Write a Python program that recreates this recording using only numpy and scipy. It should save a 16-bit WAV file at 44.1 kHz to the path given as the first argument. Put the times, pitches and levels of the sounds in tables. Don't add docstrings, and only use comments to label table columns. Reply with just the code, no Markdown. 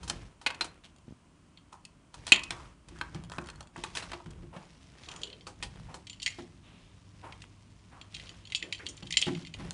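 import sys
import numpy as np
from scipy import signal
from scipy.fft import rfft, irfft, next_fast_len
from scipy.io import wavfile
from scipy.ndimage import uniform_filter1d

SR = 44100
rng = np.random.default_rng(int(sys.argv[2]) if len(sys.argv) > 2 else 0)


def master(y):
    cut = np.clip(np.atleast_2d(y).T, -1, 1)
    pcm = np.round(cut * 32767)
    wavfile.write(sys.argv[1], SR, pcm.astype(np.int16))


N = 429093
TIME_S = np.arange(N) / SR
EVENT_TIME_S = TIME_S[:16384]
ENTER_S = 4.7
IN_BEDROOM = np.clip(2 * (TIME_S - ENTER_S), 0, 1)

# freq_hz, gain_db
AIR_SPECTRUM = [(15, -29.5), (25, -0.5), (175, -3), (290, -3), (506, -18.5), (604, -12.5), (839, -18),
                (976, -12), (1790, -22.5), (3120, -21.5), (3540, -27.5), (9250, -28), (10500, -38),
                (13600, -61), (22000, -120)]
RUMBLE_SPECTRUM = [(12, -41.5), (20, -13.5), (49, 5), (139, -1.5), (168, 0), (185, 0), (206, -11.5),
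                   (343, -14.5), (382, -22), (414, -21), (500, -22.5), (650, -44), (1100, -120)]
SCUFF_SPECTRUM = [(100, -16.5), (300, 1), (550, -2), (1000, -6), (1600, -8), (2600, -10), (5000, -25.5)]
CLOTH_SPECTRUM = [(700, -19), (1800, -1.5), (3000, -1), (4300, -3), (5500, -3), (8000, -10.5), (10500, -17)]
# start_s, hold_s, rumble_db, scuff_db, cloth_db
MOVES = [(-0.02, 0.24, -46.5, -55, -61.5), (0.41, 0.28, -58, -58, -70), (1.03, 0.071, -69, -80, -72.5),
         (2.114, 0.54, -53, -60, -64), (2.85, 0.3, -49, -62.5, -66), (3.1, 0.49, -51, -66, -83),
         (3.73, 0.4, -53, -60, -57.5), (4.242, 0.19, -46, -65, -72), (4.55, 0.47, -58.5, -66.5, -66),
         (4.956, 0.27, -57, -62, -59), (5.561, 0.36, -49, -61.5, -67), (6.185, 0.21, -60, -75, -58),
         (7.127, 0.31, -58.5, -66, -71.5), (8.083, 0.23, -55, -62.5, -59), (8.45, 0.74, -62, -68.5, -65),
         (9.13, 0.26, -67, -58, -56), (9.535, 0.14, -45, -51, -61)]
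# start_s, length_s, gain_db, centre_hz
BRUSHES = [(4.524, 0.14, -43.5, 794), (5.07, 0.2, -47.5, 1080), (5.19, 0.28, -50, 415),
           (5.882, 0.13, -48, 846), (6.62, 0.45, -57, 3605), (7.227, 0.15, -43.5, 955),
           (7.91, 0.19, -51.5, 1060), (8.15, 0.75, -59.5, 3670), (8.62, 0.15, -46, 390),
           (8.79, 0.062, -43.5, 1860), (8.82, 0.19, -49, 300)]
# start_s, level_db, body_db, edge_db, chatter_s
CLACKS = [(.031, -44.5, -6, -8, 0.021), (0.078, -38.5, -5, -2, 0.02), (.098, -24, -17, -9.5, 0.0033),
          (.414, -47.5, -6.5, -12.5, 0.015), (.463, -21.5, -21, -28.5, 0.008),
          (0.469, -27.5, -37, -28, 0.0049), (0.503, -33.5, -13.5, -25.5, 0.0055),
          (0.545, -44.5, -27, -20, 0.0059), (.609, -26.5, -14.5, -20, 0.0096), (.644, -37.5, -7, -7, 0.013),
          (1.728, -48.5, -2, -8, 0.0053), (1.851, -41.5, -38, -11, 0.0031), (2.141, -44, -6.5, -10.5, 0.01),
          (2.267, -34.5, -13, -8, 0.0035), (2.277, -36, -18, -16.5, 0.028), (2.435, -36, -33, -11, 0.0037),
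          (2.506, -28, -15.5, -14, 0.0048), (2.885, -50, -9.5, -7, 0.0065),
          (3.012, -26.5, -11, -29, 0.0043), (3.146, -43, -8, -13, 0.0047), (3.298, -44, -2.5, -9, 0.0013),
          (3.318, -39, -7, -19, 0.0027), (3.383, -34.5, -9, -29, 0.0032), (3.487, -41, -16, -23, 0.0046),
          (3.5, -42, -17, -13, .003), (3.607, -41, -3, -7.5, 0.0032), (3.76, -38.5, -7.5, -48.5, 0.0036),
          (3.837, -31, -11.5, -15.5, 0.0038), (3.951, -35, -11.5, -9, 0.022),
          (3.971, -30, -16.5, -15, 0.016), (3.979, -46, -12, -20, 0.019), (4.024, -40.5, -15, -20, 0.017),
          (4.117, -38, -8, -17, .003), (4.132, -37.5, -14.5, -29.5, 0.0068),
          (4.201, -47, 2.5, -21, 0.00568), (4.306, -53, -6.5, -1.5, 0.0042),
          (5.468, -40, -6.5, -12.5, 0.022), (5.626, -32, -17.5, -16.5, .013),
          (5.942, -40.5, -4.5, -9.5, .015), (9.708, -32, -14, -3.5, 0.0007)]
# start_s, level_db, boom_db, knock_db, chatter_s
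THUDS = [(0.105, -37.5, -13, -8, 0.0076), (2.322, -34.5, -22, -1, .012), (2.52, -40, -27, -1, .01),
         (2.917, -48.5, -12, -24, 0.018), (3.151, -35, 2.5, -14.5, 0.028),
         (3.383, -33.5, -7, -11.5, 0.0032), (3.776, -41, -4.5, -13.5, 0.022),
         (4.132, -41, -22, -10.5, 0.013), (4.259, -41.5, 3, -12.5, 0.0039), (4.430, -47, -5, -21, 0.0093),
         (4.563, -39.5, 7, -4.5, 0.011), (6.385, -40.5, -14, -13.5, 0.012), (9.024, -41, 3, -10.5, 0.0051),
         (9.267, -30, -3, -14, .011), (9.280, -32.5, -13, -14, .011), (9.596, -39, -1.5, -10, 0.044)]
# start_s, level_db
PINGS = [(0.465, -32), (.611, -24)]
# start_s, end_s, max_level_db
STIRS = [(0.831, 1.02, -53), (2.906, 3.891, -46.5), (3.947, 4.331, -54), (4.995, 5.409, -46),
         (6.03, 6.264, -37.5), (8.123, 8.346, -40.5), (8.451, 9.486, -45.5)]
# start_s, length_s, gain_db, centre_hz
SCRAPES_AND_TAILS = [(.835, 0.07, -51.5, 3060), (1.72, 0.074, -50.5, 970), (2.325, .15, -42, 1095),
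                     (2.515, 0.2, -48, 1176), (2.94, 0.24, -56, 1696), (3.3, 0.36, -49, 1370),
                     (3.843, 0.019, -35, 1110), (3.95, 0.09, -40, 2570), (4.02, 0.065, -46, 1315)]
# start_s, level_db
TAPS = [(1.081, -37.5), (1.0893, -42), (1.108, -40), (1.1237, -38.5)]
# start_s, level_db, tag_db, edge_db
JINGLES = [(1.573, -51, -18, -26), (5.087, -39.5, -26, -10.5), (5.114, -43.5, -16, -9),
           (5.161, -44, -14, -3), (5.216, -46, -37.5, -7), (5.233, -30, -44, -16.5), (5.305, -58, -35, -26),
           (5.328, -44, -24, -26), (6.071, -46, -19, -12), (6.097, -40, -22, -9.5),
           (6.130, -44.5, -19, -15), (6.219, -41.5, -34, -8), (6.228, -33.5, -33, -8),
           (6.261, -23, -10.5, -12), (6.266, -28, -1.5, -11), (6.277, -28, -3, -9), (7.323, -45, -3, -14),
           (7.419, -46, -12, -8.5), (8.013, -43.5, -16.5, -17), (8.146, -37.5, -20, -12),
           (8.197, -43.5, -8, -18), (8.27, -50, -16, -24), (8.500, -57, -18, -2),
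           (8.521, -33.5, -7.5, -16.5), (8.548, -21.5, -24.5, -19), (8.558, -36.5, -22, 6),
           (8.625, -31, -6, -17), (8.725, -28, -9, -16.5), (8.747, -40, -19, -20), (8.865, -31, -21, -18.5),
           (8.887, -40.5, -9, 4), (8.894, -43, -35, 9), (8.968, -50, -23, 12), (9.07, -44, -27, -16),
           (9.106, -34.5, -3, -4), (9.124, -29, -16.5, -11.5), (9.139, -32.5, -9, -23),
           (9.170, -14.5, -16, -12), (9.215, -27, -19, -2), (9.224, -21, -20.5, -36), (9.35, -42, -8, -33),
           (9.449, -44, -8, -17), (9.470, -43, -13, -16), (9.539, -38.5, -12.5, -15)]
# start_s, level_db, chatter_s, ring_db
BOLT_HITS = [(2.3203, -2, .005, 5), (2.335, -25, .0015, -5), (2.344, -23, .0015, -5),
             (2.360, -26, .003, -5), (2.393, -34, .003, -5)]
# pitch_hz, gain_db, t60_s
LATCH_MODES = [(830, -3, .06), (960, -3, .06), (1130, -4, .055), (1290, -2, .055), (1520, 0, .05),
               (1820, -2, .04), (2520, -2, .035), (3150, -2, .03), (3720, -3, .03), (4150, -1, .03)]
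WOOD_MODES = [(163, 0, .18), (229, -10, .13), (267, -11, .13), (309, -12, .12), (349, -5, .23),
              (436, -12, .13), (572, -17, .11), (833, -20, .12), (1005, -20, .12), (1140, -21, .12)]
PING_MODES = [(4130, 4, 0.064), (4040, -7, 0.066), (4600, -11, 0.075), (2450, -11, 0.086)]
KEY_MODES = [(2030, -7, .06), (2500, -5, .05), (2820, -3, .05), (3140, 1, .075), (3270, -5, .1),
             (3700, -3, .05), (4380, -4, .045), (4590, -4, .055), (5450, -11, .05), (6220, -14, .04),
             (6850, -10, .04), (7020, -8, .07), (8030, -16, .04), (8440, -17, .04), (8850, -16, .06)]
CASE_MODES = [(1982, -22, .05), (2270, -19, .035), (2519, 0, .042), (2590, -11, .03), (2738, -16, .03),
              (3019, -7, .035), (3182, -4, .036), (3301, -14, .035), (3720, -10, .035), (4198, -11, .032),
              (4385, -14, .03), (6990, -8, .015), (7295, -15, .018)]
# freq_hz, gain_db
LATCH_SPECTRUM = [(60, -35.5), (300, -5.5), (600, -6), (950, 2), (2500, -9.5), (4200, -10), (5400, -6.5),
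                  (8500, -8.5), (10500, -15.5)]
WOOD_SPECTRUM = [(30, -22), (80, -16), (160, 4.5), (350, -4.5), (600, -4), (1200, -8.5), (3000, -14.5),
                 (10000, -34)]
KEY_SPECTRUM = [(100, -60), (1100, -19.5), (1500, -22.5), (2000, 1.5), (3100, 6), (4400, 10), (5100, -4),
                (7000, -10), (10000, -21)]
BOLT_SPECTRUM = [(60, -18.5), (350, -6.5), (900, -13.5), (1800, -6.5), (2800, 11), (4200, -4), (5400, -13),
                 (7200, -6), (10000, -21)]
# band_hz, t60_s, gain_db
CORRIDOR = [(150, 0.52, -5.5), (500, 0.27, -3), (1050, 0.32, -8), (2600, 0.3, -13.5), (5000, 0.14, -12),
            (9000, 0.15, -16)]
BEDROOM = [(150, 0.61, 2.5), (500, 0.26, 2.5), (1100, 0.33, -14.5), (2600, 0.37, -14.5), (5000, 0.27, -15),
           (9000, 0.17, -11.5)]


def undb(db):
    return 10 ** (np.asarray(db) / 20)


def unit_rms(x):
    return x / np.sqrt(np.mean(x ** 2))


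def at_level(x, level_db):
    return x * undb(level_db) / np.sqrt(uniform_filter1d(x ** 2, size=176).max())


def add(track, start_s, x):
    i = max(int(start_s * SR), 0)
    track[i:i + len(x)] += x[:max(N - i, 0)]


def colour(x, spectrum):
    n = 2 * next_fast_len(len(x) // 2 + 1)
    freq_hz, gain_db = np.transpose(spectrum)
    log_hz = np.log(np.fft.rfftfreq(n, 1 / SR) + 1)
    log_gain = np.log(undb(np.interp(log_hz, np.log(freq_hz), gain_db)))
    cepstrum = irfft(log_gain)[:n // 2]
    cepstrum[1:] *= 2
    return irfft(rfft(x, n) * np.exp(rfft(cepstrum, n)))[:len(x)]


def band_db(x, low_hz, high_hz):
    freq_hz = np.fft.rfftfreq(len(x), 1 / SR)
    band = rfft(x)[(freq_hz > low_hz) & (freq_hz < high_hz)]
    return 10 * np.log10(np.sum(np.abs(band) ** 2))


def wander(rate_hz):
    return np.interp(TIME_S * rate_hz, np.arange(1000), rng.standard_normal(1000))


def friction(spectrum, grain_db):
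    grains = np.repeat(rng.standard_normal(N // 48 + 1), 48)[:N]
    return unit_rms(colour(rng.standard_normal(N) * undb(grain_db * grains), spectrum))


def strokes(table, spectrum, grain_db, focus_db):
    out, t = np.zeros(N), EVENT_TIME_S
    for start_s, length_s, gain_db, centre_hz in table:
        grains = np.repeat(rng.uniform(-1, 1, len(t) // 64), 64)
        noise = colour(rng.standard_normal(len(t)) * undb(grain_db * grains), spectrum)
        noise = colour(noise, [(centre_hz / 2, -focus_db), (centre_hz, 0), (centre_hz * 2, -focus_db)])
        envelope = np.interp(t / length_s, [0, .1, .6, 1.2], [.025, .72, .28, .0072])
        add(out, start_s, unit_rms(noise) * undb(gain_db) * envelope)
    return out


def impact(modes, spectrum, chatter_s, ring_db, scatter_db, detune, grit_db=8, rise_s=.00023):
    t = EVENT_TIME_S
    pitch_hz, gain_db, t60_s = np.transpose(modes)[:, :, None]
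    size, shift, phase = rng.standard_normal((len(modes), 3)).T[:, :, None]
    partials = np.sin(2 * np.pi * (pitch_hz * (1 + detune * shift) * t + phase))
    ring = np.sum(undb(gain_db + scatter_db * size - 60 * t / t60_s) * partials, axis=0)
    grit = undb(grit_db * np.minimum(rng.standard_normal(len(t)), 2))
    contact = rng.standard_normal(len(t)) * grit * np.exp(-t / max(chatter_s, .0005))
    attack = 1 - np.exp(-t / rise_s)
    return unit_rms(colour(contact * attack, spectrum)) + undb(ring_db) * unit_rms(ring * attack)


def add_rattle(track, start_s, knock, spread_s, repeat_db):
    add(track, start_s, knock)
    for when, drop in rng.random((4, 2)):
        add(track, start_s + spread_s * (when - .2), knock * undb(repeat_db - 10 * drop))


def ventilation():
    air = unit_rms(colour(rng.standard_normal(N), AIR_SPECTRUM))
    hum = np.sin(2 * np.pi * 100 * TIME_S) * undb(2.5 * wander(rate_hz=7))
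    return undb(-62) * air + undb(-58.5) * hum * np.clip(TIME_S - ENTER_S, 0, 1)


def movement(attack_s=.062, release_s=.19, standing_db=-65.5, walking_db=-59, swish_db=-70):
    hand = undb(standing_db + (walking_db - standing_db) * IN_BEDROOM)
    power = np.array([hand, np.zeros(N), undb(swish_db) * IN_BEDROOM]) ** 2
    for start_s, hold_s, *levels_db in MOVES:
        rise = np.clip((TIME_S - start_s) / attack_s, 0, 1)
        fall = np.clip(1 - (TIME_S - start_s - hold_s) / release_s, 0, 1) ** 2
        power += (undb(levels_db)[:, None] * rise * fall) ** 2
    rumble_gain, scuff_gain, cloth_gain = np.sqrt(power)
    rumble = unit_rms(colour(rng.standard_normal(N), RUMBLE_SPECTRUM)) * rumble_gain
    scuff = friction(SCUFF_SPECTRUM, grain_db=6) * scuff_gain * undb(2 * wander(rate_hz=29))
    cloth = friction(CLOTH_SPECTRUM, grain_db=4) * cloth_gain * undb(1.5 * wander(rate_hz=54))
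    return rumble + scuff + cloth + strokes(BRUSHES, SCUFF_SPECTRUM, grain_db=-2, focus_db=13.5)


def latch_clacks():
    out = np.zeros(N)
    for start_s, level_db, body_db, edge_db, chatter_s in CLACKS:
        clack = impact(LATCH_MODES, LATCH_SPECTRUM, chatter_s, ring_db=-4, scatter_db=3, detune=.03)
        total_db = band_db(clack, 700, 10000)
        bite_db = -3.5 + .52 * edge_db
        body_eq_db = body_db + total_db - band_db(clack, 500, 1600)
        bite_eq_db = bite_db + total_db - band_db(clack, 3000, 5000)
        edge_eq_db = edge_db + total_db - band_db(clack, 5000, 10000)
        tone = [(1300, body_eq_db), (2100, -6.5), (2600, -2),
                (3300, bite_eq_db), (4500, bite_eq_db), (5600, edge_eq_db)]
        add_rattle(out, start_s, at_level(colour(clack, tone), level_db), spread_s=.04, repeat_db=-28.5)
    return out


def wood_thuds():
    out = np.zeros(N)
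    for start_s, level_db, boom_db, knock_db, chatter_s in THUDS:
        thud = impact(WOOD_MODES, WOOD_SPECTRUM, chatter_s, ring_db=5, scatter_db=1.5, detune=.008,
                      grit_db=6, rise_s=.0012)
        total_db = band_db(thud, 90, 1600)
        boom_eq_db = boom_db + total_db - band_db(thud, 90, 220)
        knock_eq_db = knock_db + total_db - band_db(thud, 600, 1600)
        tone = [(190, boom_eq_db), (290, -2), (450, -9), (800, knock_eq_db)]
        add(out, start_s, at_level(colour(thud, tone), level_db))
    return out


def lock_pings():
    out, t = np.zeros(N), EVENT_TIME_S
    ping = sum(undb(gain_db - 60 * t / t60_s) * np.sin(2 * np.pi * pitch_hz * t)
               for pitch_hz, gain_db, t60_s in PING_MODES)
    for start_s, level_db in PINGS:
        add(out, start_s, at_level(ping, level_db))
    return out


def key_ticks(rate_hz=20):
    out = np.zeros(N)
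    for start_s, end_s, max_level_db in STIRS:
        gripped = start_s < ENTER_S
        spectrum, chatter_s, ring_db = (LATCH_SPECTRUM, .0012, -3) if gripped else (KEY_SPECTRUM, .002, 0)
        length_s = end_s - start_s
        for when, drop in rng.random((int(rate_hz * length_s), 2)):
            tick = impact(KEY_MODES, spectrum, chatter_s, ring_db, scatter_db=4, detune=.03)
            add(out, start_s + when * length_s, at_level(tick, max_level_db - 8 * drop))
    return out


def scrapes_and_tails():
    return strokes(SCRAPES_AND_TAILS, LATCH_SPECTRUM, grain_db=12, focus_db=16)


def finger_taps(pitch_hz=200, decay_s=.0021):
    out = np.zeros(N)
    tap = np.sin(2 * np.pi * pitch_hz * EVENT_TIME_S) * np.exp(-EVENT_TIME_S / decay_s)
    for start_s, level_db in TAPS:
        add(out, start_s, at_level(tap, level_db))
    return out


def key_jingles(chatter_s=.0028, neighbour_db=-15.5):
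    out = np.zeros(N)
    for start_s, level_db, tag_db, edge_db in JINGLES:
        ring_db = np.clip(-8 - .13 * tag_db, -4, 5)
        key = impact(KEY_MODES, KEY_SPECTRUM, chatter_s, ring_db, scatter_db=4, detune=.018,
                     grit_db=6, rise_s=.0007)
        total_db = band_db(key, 1500, 10000)
        tag_eq_db = tag_db + total_db - band_db(key, 1500, 2400)
        edge_eq_db = edge_db + total_db - band_db(key, 5000, 10000)
        tone = [(2150, tag_eq_db), (2800, -.5), (4300, -8.5), (5500, edge_eq_db)]
        add(out, start_s, at_level(colour(key, tone), level_db))
        neighbour = impact(KEY_MODES, KEY_SPECTRUM, chatter_s, ring_db=0, scatter_db=5, detune=.06)
        neighbour = at_level(colour(neighbour, tone), level_db + neighbour_db)
        add_rattle(out, start_s + .007, neighbour, spread_s=.055, repeat_db=-2)
    return out


def bolt_snap():
    out = np.zeros(N)
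    for start_s, level_db, chatter_s, ring_db in BOLT_HITS:
        hit = impact(CASE_MODES, BOLT_SPECTRUM, chatter_s, ring_db, scatter_db=0, detune=0)
        add(out, start_s, at_level(hit, level_db))
    return out


def reverb(x, room, build_s=.004):
    t = TIME_S[:SR]
    band_hz, t60s_s, gains_db = np.transpose(room)
    noise = rfft(rng.standard_normal(SR))
    log_hz = np.log(np.arange(len(noise)) + 1)
    tail = 0
    for weights, t60_s, gain in zip(np.eye(len(band_hz)), t60s_s, undb(gains_db)):
        band = irfft(noise * np.interp(log_hz, np.log(band_hz), weights))
        envelope = 1000 ** (-t / t60_s) * (1 - np.exp(-t / build_s))
        tail = tail + gain * band * envelope / np.linalg.norm(envelope)
    return signal.fftconvolve(x, tail)[:N]


def scene():
    bolt = bolt_snap()
    contacts = (latch_clacks() + lock_pings() + key_ticks() + scrapes_and_tails()
                + key_jingles() + wood_thuds())
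    bolt_send = undb(-1.5) * bolt
    corridor = reverb(contacts * (1 - IN_BEDROOM) + bolt_send, CORRIDOR)
    bedroom = reverb(contacts * IN_BEDROOM, BEDROOM)
    return (bolt + contacts + corridor + bedroom + finger_taps() + movement() + ventilation())[None]


def record(dry):
    low_hz, top_hz, ceiling = 33, 10600, .78
    thinned = signal.sosfilt(signal.butter(2, low_hz, "high", fs=SR, output="sos"), dry)
    rounded = ceiling * np.tanh(thinned / ceiling)
    return signal.sosfilt(signal.ellip(10, .2, 80, top_hz, fs=SR, output="sos"), rounded)


dry = scene()
out = record(dry)
master(out)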